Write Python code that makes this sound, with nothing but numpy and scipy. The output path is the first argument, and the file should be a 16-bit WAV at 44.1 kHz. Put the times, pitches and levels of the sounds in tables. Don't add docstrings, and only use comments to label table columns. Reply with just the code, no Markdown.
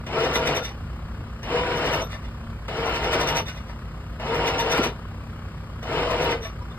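import sys
import numpy as np
from scipy import signal
from scipy.fft import rfft, irfft, next_fast_len
from scipy.io import wavfile
from scipy.ndimage import uniform_filter1d, map_coordinates

SR = 44100
rng = np.random.default_rng(int(sys.argv[2]) if len(sys.argv) > 2 else 0)


def pcm_store(signal):
    levels = np.round(np.clip(np.atleast_2d(signal), -1, 1) * 32767)
    wavfile.write(sys.argv[1], SR, levels.astype(np.int16).T)


N = 298998

# (gear catch [s], swell [s], handle stop [s], run-down [s], grind [dB],
#         extra grind at the catch [dB], bright grind over it [dB])
PULL_STROKES = [(.066, 0.12, 0.58, 0.088, -25, -14.5, -4), (1.43, 0.11, 2.006, 0.065, -25.5, -16, -3.5),
                (2.682, 0.17, 3.4, 0.051, -26, -8, -3.5), (4.198, 0.15, 4.865, 0.098, -25, -13, -3.5),
                (5.828, 0.12, 6.326, 0.099, -25.5, -17, -3.5)]
# (peak time [s], pawl ring [dB], wheel clank [dB], bracket clank [dB])
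PAWL_CONTACTS = [(0.066, -47, -37, -53), (.203, -41, -31, -34), (.249, -38, -32, -47),
                 (0.357, -25, -23.5, -26), (0.476, -29.5, -23, -27), (0.568, -29, -31.5, -46),
                 (0.651, -34, -34, -54), (0.692, -61, -44, -44), (1.432, -41.5, -40.5, -57),
                 (1.593, -55, -46, -48), (1.774, -38, -37, -32), (1.868, -35, -29, -34),
                 (1.938, -31.5, -29.5, -27.5), (2.026, -37.5, -50, -32), (2.121, -48, -38, -48),
                 (2.146, -58, -45, -39.5), (2.25, -60, -45.5, -47), (2.683, -56, -35.5, -38),
                 (2.771, -46, -40, -42), (2.871, -39, -34, -25.5), (2.959, -34, -29.5, -49),
                 (3.045, -38, -31.5, -42), (3.136, -32, -22.5, -25), (3.217, -30, -28, -29),
                 (3.29, -28.5, -26.5, -37), (3.372, -25, -25, -27), (3.489, -38, -33, -40),
                 (3.575, -48, -43, -39.5), (3.697, -53, -43, -45), (4.2, -59, -38, -36),
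                 (4.252, -57, -54, -44), (4.281, -55, -48, -40), (4.355, -42, -31, -32),
                 (4.479, -30, -26.5, -45), (4.601, -27, -27, -45), (4.723, -25.5, -25.5, -28),
                 (4.778, -46, -25.5, -24), (4.844, -26, -27, -33), (5.829, -44, -42.5, -38),
                 (6.11, -46, -29.5, -24.5), (6.227, -34.5, -34, -38), (6.317, -40, -31, -36),
                 (6.35, -64, -56, -46), (6.437, -42, -49, -52), (6.453, -44, -37.5, -41),
                 (6.72, -60, -60, -56)]
# (frequency [Hz], level of the diffuse part to the direct sound [dB])
DIFFUSE_LEVELS = [(30, -53), (150, -32.5), (400, -20), (700, -12.5), (1300, -10), (2500, -10), (4000, -2),
                  (5200, -0.5), (6000, -23), (7200, -10), (9000, -8), (10200, -56), (12000, -28),
                  (14000, -6)]


def amp(db):
    return 10 ** (np.asarray(db) / 20)


def unit(x):
    return x / np.sqrt(np.mean(x ** 2) + 1e-20)


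def along(points, hz):
    f, v = np.transpose(points)
    return np.interp(np.log(hz + 1), np.log(f + 1), v)


def wobble(rate):
    knots = rng.standard_normal(int(N * rate / SR) + 4)
    return map_coordinates(knots, [np.arange(N) * rate / SR])


def filtered(x, response):
    m = next_fast_len(N + SR // 2)
    return irfft(rfft(x, m) * response(np.fft.rfftfreq(m, 1 / SR)), m)[..., :N]


def modes(table):
    def response(f):
        total = 0
        for k, (hz, width_hz, db) in enumerate(table):
            damping = 1j * f * width_hz
            total = total + (-1) ** k * amp(db) * damping / (hz * hz - f * f + damping)
        return total
    return response


def gritty(spread_db):
    return unit(rng.standard_normal(N) * amp(spread_db * np.tanh(wobble(1200))))


def port_air():
    level_db = -60
    rumble = filtered(rng.standard_normal(N), lambda f: modes([(60, 70, 0)])(f) ** 2)
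    return amp(level_db) * np.outer([1, -1], unit(rumble))


def gusting_air():
    floor_db, gust_width_s = -43.5, 0.09
    # (time [s], level [dB])
    gusts = [(.82, -38), (1.19, -36)]
    t = np.arange(N) / SR
    air = unit(filtered(rng.standard_normal(N), lambda f: modes([(65, 70, 0)])(f) ** 2))
    level = amp(floor_db) + sum(amp(db) * np.exp(-((t - s) / gust_width_s) ** 2) for s, db in gusts)
    return level * amp(2.4 * wobble(15)) * air


def idling():
    firing_hz, bed_db = 32.51, -39.5
    # (multiple of the firing rate, relative level [dB])
    exhaust = [(1, -61), (2, -48.5), (3, -43.5), (4, -48.5), (5, -48), (7, -49)]
    # (frequency [Hz], relative level [dB])
    hum = [(54.4, -40.5), (61.9, -45.5), (136, -55), (334, -61.5), (414.5, -66), (527, -59)]
    # (frequency [Hz], density [dB per Hz])
    idle_spectrum = [(20, -30), (55, 0.5), (100, -4.5), (230, -10), (310, -16), (700, -19.5), (820, -21),
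                     (1200, -16.5), (1500, -20), (2000, -26.5), (2900, -26), (3700, -34), (4600, -34),
                     (7000, -43), (13000, -48.5), (16000, -45)]
    t = np.arange(N) / SR
    turn = 2 * np.pi * firing_hz * t + .1 * wobble(1.5)
    tones = np.zeros(N)
    for k, db in exhaust:
        tones += amp(db + 4.0 + 1.1 * wobble(6.1)) * np.sin(k * turn + rng.uniform(0, 2 * np.pi))
    for hz, db in hum:
        tones += amp(db + 2.0 + wobble(2.52)) * np.sin(2 * np.pi * hz * t + 0.41 * wobble(2.1))

    def pulsed(f):
        return np.clip(np.log(f / 300 + 1e-9), 0, 1) * (0.34 + .7 / (1 + (f / 2500) ** 2))

    puff = amp(3 * np.cos(turn - 2.2) + np.cos(2 * turn - 4.4))
    white = rng.standard_normal((2, N))
    bed = filtered(unit(puff * white[0]), lambda f: amp(along(idle_spectrum, f)) * np.sqrt(pulsed(f)))
    bed += filtered(white[1], lambda f: amp(along(idle_spectrum, f)) * np.sqrt(1 - pulsed(f)))

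    beats = np.flatnonzero(np.diff(np.floor((turn - 1.57) / (2 * np.pi))))
    ticks = np.zeros(N)
    ticks[beats] = amp(-1.5 + 2 * rng.standard_normal(len(beats)))
    valves = filtered(ticks, modes([(990, 94, -9), (1233, 59, -2.5), (3070, 240, -29)]))
    return tones + valves + amp(bed_db) * unit(bed)


def deck():
    # (time [s], relative level [dB])
    knocks = [(0.359, -13), (0.474, -18), (1.933, -28), (3.05, -15), (4.79, -3.5), (4.86, -14.5)]
    # (frequency [Hz], width [Hz], level [dB])
    deck_modes = [(193, 57, -14), (251, 39, -12), (357, 19, 1)]
    length = 530
    shove = np.zeros(N)
    swing = np.sin(2 * np.pi * 250 * np.arange(length) / SR)
    for s, db in knocks:
        rough = swing + 0.95 * rng.standard_normal(length)
        shove[round(s * SR) - length // 2:][:length] += amp(db + 5.0) * np.hanning(length) * rough
    return filtered(shove, modes(deck_modes))


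def loose_parts():
    ping_t60_s, glint_hz, glint_t60_s = 0.15, 13100, 0.086
    # (time [s], pitch [Hz], level [dB])
    pings = [(.615, 3600, -34), (.71, 3020, -45), (.675, 852, -40), (.70, 800, -39), (1.872, 1561, -31),
             (1.96, 1550, -31), (2.045, 1345, -36), (2.115, 3560, -37), (2.245, 3510, -46),
             (2.69, 2955, -47), (3.155, 1502, -26), (3.235, 640, -39), (3.46, 3630, -32),
             (3.492, 1494, -34.5), (3.697, 950, -39), (4.206, 2958, -51), (6.325, 1526, -26.5),
             (6.325, 2044, -28.5), (6.365, 2510, -42), (6.61, 978, -35.5), (6.612, 5370, -49),
             (6.70, 3564, -43)]
    # (time [s], level [dB])
    glints = [(0.3301, -48), (0.38, -48), (1.7837, -49), (1.9594, -43), (2.0436, -43), (2.7985, -53),
              (2.8913, -47), (3.0117, -57), (3.3014, -41), (3.4175, -51), (4.3625, -48), (4.775, -40),
              (6.111, -50), (6.239, -41), (6.4648, -51)]
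    # (time [s], level [dB])
    handle_clacks = [(.655, -43), (2.128, -48), (2.15, -41), (3.70, -47), (6.453, -34)]
    # (frequency [Hz], level [dB], t60 [s])
    handle_modes = [(650, 2, 0.12), (1134, -2, 0.2), (1770, 1, 0.074), (2300, -1, 0.11), (2860, -11, .1)]
    rings = [(s, hz, db, ping_t60_s, .0029) for s, hz, db in pings]
    rings += [(s, glint_hz, db, glint_t60_s, .0004) for s, db in glints]
    for s, db in handle_clacks:
        for hz, mode_db, t60_s in handle_modes:
            rings.append((s, hz, db + mode_db + rng.normal(0, 1.8), t60_s, .001))
    out, t = np.zeros(N + SR), np.arange(SR // 4) / SR
    for s, hz, db, t60_s, attack_s in rings:
        envelope = amp(db - 60 * t / t60_s) * (1 - np.exp(-t / attack_s))
        out[round(s * SR):][:len(t)] += envelope * np.sin(2 * np.pi * hz * rng.normal(1, 0.0032) * t)
    return out[:N]


def pawl():
    taut_lead_s, slack_lead_s, min_lead_s = 0.028, 0.035, 0.0061
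    taut_t60_s, slack_t60_s = 0.14, 0.17
    drop_db, drop_t60_s = -3.5, 0.0037
    taut_strike_db, slack_strike_db = 15, 16
    fade_in_power = 0.54
    # (frequency [Hz], width [Hz], level [dB])
    pawl_modes = [(3620, 196, -3.5), (3720, 70, -8.5), (5800, 89, 1), (6590, 160, -16), (7623, 33, -20),
                  (9001, 240, -24), (9320, 35, -14), (11320, 59, -20), (11870, 78, -27), (12940, 120, -17)]
    wheel_modes = [(1773, 40, -4.5), (2064, 65, 2), (2288, 22, -4), (2447, 63, 0.5), (2866, 33, 0.5),
                   (4580, 200, -9.5)]
    bracket_modes = [(610, 89, 2), (1035, 85, 1.5), (1300, 39, -2)]
    force, blow = np.zeros((2, 3, N))
    t = np.arange(N) / SR
    catch, _, stop, *_ = np.transpose(PULL_STROKES)
    for s, *parts_db in PAWL_CONTACTS:
        k = np.argmin(np.abs(s - (catch + stop) / 2))
        taut = s < stop[k]
        lead_s = np.clip(s - catch[k], min_lead_s, taut_lead_s if taut else slack_lead_s)
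        t60_s = taut_t60_s if taut else slack_t60_s
        near = slice(round((s - lead_s) * SR), round((s + .3) * SR))
        u = t[near] - s
        chatter = amp(np.where(u < 0, 7 * u / lead_s, -60 * u / t60_s))
        chatter *= np.clip(1 + u / lead_s, 0, 1) ** fade_in_power
        drop = (u >= 0) * amp(drop_db - 60 * np.abs(u) / drop_t60_s)
        force[:, near] += np.outer(amp(parts_db), chatter + drop)
        blow[:, round(s * SR)] = amp(np.add(parts_db, taut_strike_db if taut else slack_strike_db))
    ring, wheel, bracket = force * gritty(spread_db=4.5)
    scrape = filtered(wheel, lambda f: amp(6.5) * f * f / (f * f + 900 ** 2) / (1 + (f / 3000) ** 2))
    rasp = filtered(ring, lambda f: amp(-12.0) * (f / 4000) ** 2 / (1 + (f / 4000) ** 4))
    rung = amp(17.5) * filtered(ring + blow[0], modes(pawl_modes))
    rung += amp(16.0) * filtered(wheel + blow[1], modes(wheel_modes))
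    rung += amp(15.0) * filtered(bracket + blow[2], modes(bracket_modes))
    return scrape + rasp + rung


def strokes():
    ring_down_t60_s = 0.23
    catch, swell, stop, run_down, level_db, catch_db, bright_db = np.transpose(PULL_STROKES)
    t = np.arange(N) / SR
    k = np.clip(np.searchsorted(catch, t) - 1, 0, None)
    age = t - catch[k]
    since_rest = np.clip(t - stop[k] - run_down[k], 0, 9)
    turning = (age > 0) * amp(-60 * since_rest / ring_down_t60_s)
    rising = (1 - np.clip(age / swell[k], 0, 1)) ** 2
    resting = np.clip((t - stop[k]) / run_down[k], 0, 1)
    return turning, np.clip(age, 0, 1), rising, resting, level_db[k] + catch_db[k] * rising, bright_db[k]


def load_db():
    ease_db, ease_s, jolt_db, jolt_s, jolt_late_s = -9, 0.014, 7, 0.015, 0.018
    half_clank_db, clank_range_db = -22, 29
    t, out = np.arange(N) / SR, np.zeros(N)
    for s, *parts_db in PAWL_CONTACTS:
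        near = slice(round(s * SR) - 2000, round(s * SR) + 3000)
        share = np.clip(0.5 + (max(parts_db) - half_clank_db) / clank_range_db, 0, 1)
        u = t[near] - s
        ease = ease_db * np.exp(-(u / ease_s) ** 2)
        jolt = jolt_db * np.exp(-((u - jolt_late_s) / jolt_s) ** 2)
        out[near] += share * (ease + jolt)
    return out


def rattle():
    impacts_per_s, spread_db = 260, 12
    # (frequency [Hz], level [dB])
    rattle_levels = [(500, 0.5), (1000, -2), (2000, -4), (3500, -5), (5500, -18), (9000, -30)]
    when, pitch, size = rng.random((int(N / SR * impacts_per_s), 3)).T
    low_hz, high_hz = rattle_levels[0][0], rattle_levels[-1][0]
    hz = low_hz * (high_hz / low_hz) ** pitch
    t60_s = 92 / (hz + 1500)
    t = np.arange(SR // 16)[:, None] / SR
    level_db = along(rattle_levels, hz) + spread_db * size
    rings = amp(level_db - 60 * t / t60_s) * np.sin(2 * np.pi * hz * t)
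    where = (when * N).astype(int) + np.arange(len(t))[:, None]
    return unit(np.bincount(where.ravel(), rings.ravel())[:N])


def housing(x):
    depth_db, changes_per_s = 2.5, 7
    # (frequency [Hz], width [Hz], relative level [dB])
    housing_modes = [(509.4, 28, 8.5), (650.3, 25, 11.5), (766, 15, 1.5), (948, 24, 4.5), (1236, 86, -2.5),
                     (2131, 33, 3), (2390, 36, -3), (2687, 61, 3.5), (2977, 46, -4), (3630, 140, -3.5),
                     (4200, 61, 2), (4580, 32, -24), (5330, 110, 8)]
    out = x.copy()
    for mode in housing_modes:
        out += filtered(x * amp(depth_db * wobble(changes_per_s) - 4.0), modes([mode]))
    return out


def whine(turn, orders_db, frame_db):
    # (multiple of the tooth rate, level to the frame's grind [dB])
    shaft = [(.32, -13), (.58, -18.5), (5, -18.5)]
    orders = [(k + 1, db + 0.5) for k, db in enumerate(orders_db)]
    orders += [(k, frame_db + db) for k, db in shaft]
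    return sum(amp(db + 3.5 * wobble(35)) * np.sin(k * turn + .36 * k * wobble(90)) for k, db in orders)


def grind(turn, turning, frame_db, bright_db):
    clicks_db = -6
    # (frequency [Hz], density [dB per Hz])
    frame_spectrum = [(30, -12), (150, -13), (260, -5), (420, 3), (560, -4.5), (800, -4), (1200, -8),
                      (1800, -20), (4000, -34), (20000, -120)]
    gear_spectrum = [(300, -52), (1000, -2.5), (1600, 0.5), (2200, -0.5), (3000, 1.5), (3400, -5.5),
                     (5000, -11), (7000, -21), (10000, -29), (13000, -32), (16000, -51)]
    tooth = np.diff(np.floor(turn / (2 * np.pi) + .15 * wobble(400)), prepend=0) > 0
    clicks = amp(clicks_db) * unit(tooth * amp(3.4 * rng.standard_normal(N)))
    grit = gritty(spread_db=-1.5) * amp(3.2 * np.cos(turn)) + clicks
    frame = unit(filtered(gritty(spread_db=2.0), lambda f: amp(along(frame_spectrum, f))))
    gears = unit(filtered(grit, lambda f: amp(along(gear_spectrum, f))))
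    shake_db = .8 * wobble(40)
    layers = amp(frame_db - 5.5) * frame + amp(bright_db - 5.0) * gears
    return housing(turning * amp(shake_db) * layers)


def drive():
    uneven_db = 0.91
    run_down_db, whine_rest_db = -18.5, -11.5
    bright_catch_db, bright_gain_db_per_s, bright_rest_db = 1.5, 4, -12
    rattle_db = -10
    # (time [s], tooth rate [Hz], relative whine on once, twice, three times it [dB, dB, dB])
    mesh = [(.1, 420, -57, -47, -53), (.18, 447.2, -26, -52, -32), (.3, 468.2, -39.5, -49, -42),
            (.38, 467, -29, -35, -35), (.5, 470, -30.5, -37, -41), (0.619, 459, -42, -56, -37.5),
            (1.472, 440, -56, -51, -59), (1.54, 468, -26, -32.5, -42), (1.62, 490.8, -32, -28.5, -46),
            (1.74, 480.3, -27, -36, -36), (1.9, 471, -33.5, -36, -43), (2.03, 456.6, -54, -40, -45),
            (2.73, 430.4, -53, -56, -47), (2.78, 444.6, -27.5, -49, -46), (2.86, 466.8, -33, -40, -35),
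            (3.03, 463.4, -35, -34, -41), (3.2, 462.7, -29.5, -37, -38), (3.371, 463, -43, -28, -40),
            (3.42, 454, -48, -40, -58), (4.25, 435, -50, -53, -56), (4.31, 456.7, -28, -34, -44),
            (4.4, 474.2, -26.5, -30, -42), (4.519, 468.7, -37, -33, -41), (4.65, 459.7, -30, -31, -43),
            (4.779, 459.3, -29, -43, -30.5), (4.9, 465.7, -41, -42, -51), (5.88, 446, -46, -48, -50),
            (5.97, 479.6, -29, -30.5, -42), (6.07, 484, -30.5, -45, -56), (6.199, 481.5, -33.5, -32, -44),
            (6.33, 462, -28, -40, -50), (6.42, 455, -31, -59, -61)]
    turning, age, rising, resting, level_db, bright_db = strokes()
    s, *columns = np.transpose(mesh)
    teeth_hz, *orders_db = [np.interp(np.arange(N) / SR, s, c) for c in columns]
    turn = 2 * np.pi * np.cumsum(teeth_hz * (1 + .008 * wobble(25))) / SR
    effort_db = level_db + run_down_db * resting + uneven_db * wobble(14)
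    frame_db = effort_db + load_db()
    bright_db = effort_db + bright_db + bright_catch_db * rising
    bright_db = bright_db + bright_gain_db_per_s * age + bright_rest_db * resting
    ground = grind(turn, turning, frame_db, bright_db)
    bell = filtered(ground, modes([(2945, 11.3, 8.4)]))
    rattling = turning * amp(frame_db + rattle_db) * rattle()
    whining = turning * amp(whine_rest_db * resting) * whine(turn, orders_db, frame_db)
    return bell + ground + rattling + whining


def diffuse(x):
    out, step = np.zeros(N + SR), SR // 14
    t = np.arange(SR // 8) / SR
    for start in range(0, N, step):
        spectrum = rfft(rng.standard_normal(len(t)) * amp(-60 * t / .08))
        even = spectrum / uniform_filter1d(np.abs(spectrum), size=5)
        tail = irfft(even, len(t)) * np.cos(np.pi / 2 * t / t[-1]) ** 2
        tailed = signal.fftconvolve(x[start:start + step], tail / np.linalg.norm(tail))
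        out[start:start + len(tailed)] += tailed
    return filtered(out[:N], lambda f: amp(along(DIFFUSE_LEVELS, f)))


def scene():
    # (frequency [Hz], phase [rad])
    lead_rad = [(0, 0), (1640, 0), (2600, 2.6), (3700, 3.1), (6100, 3.2), (8100, 6.3), (10250, 9.4),
                (12400, 12.6), (16000, 17.9)]
    # (frequency [Hz], level [dB])
    left_db = [(60, 0), (130, 0), (280, 0.3), (620, 2.5), (1340, 4), (2500, 0.5), (6310, 0), (13700, 0)]
    side = np.array([[.5], [-.5]])

    def ports(extra_rad):
        return lambda f: np.exp(1j * side * (np.interp(f, *np.transpose(lead_rad)) + extra_rad))

    def share(f):
        return amp(side * along(left_db, f)) / np.sqrt(1 + amp(2 * along(DIFFUSE_LEVELS, f)))

    sound = idling() + gusting_air() + deck() + loose_parts() + pawl() + drive()
    heard = filtered(sound, ports(0)) + filtered(diffuse(sound), ports(np.pi))
    return filtered(heard, share) + port_air()


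def record(dry):
    top_hz, slope_start_hz, slope_db_per_khz = 14300, 14100, -20

    def response(hz):
        return (hz <= top_hz) * amp(slope_db_per_khz * np.clip(hz - slope_start_hz, 0, None) / 1000)

    return filtered(dry, response)


dry = scene()
out = record(dry)
pcm_store(out)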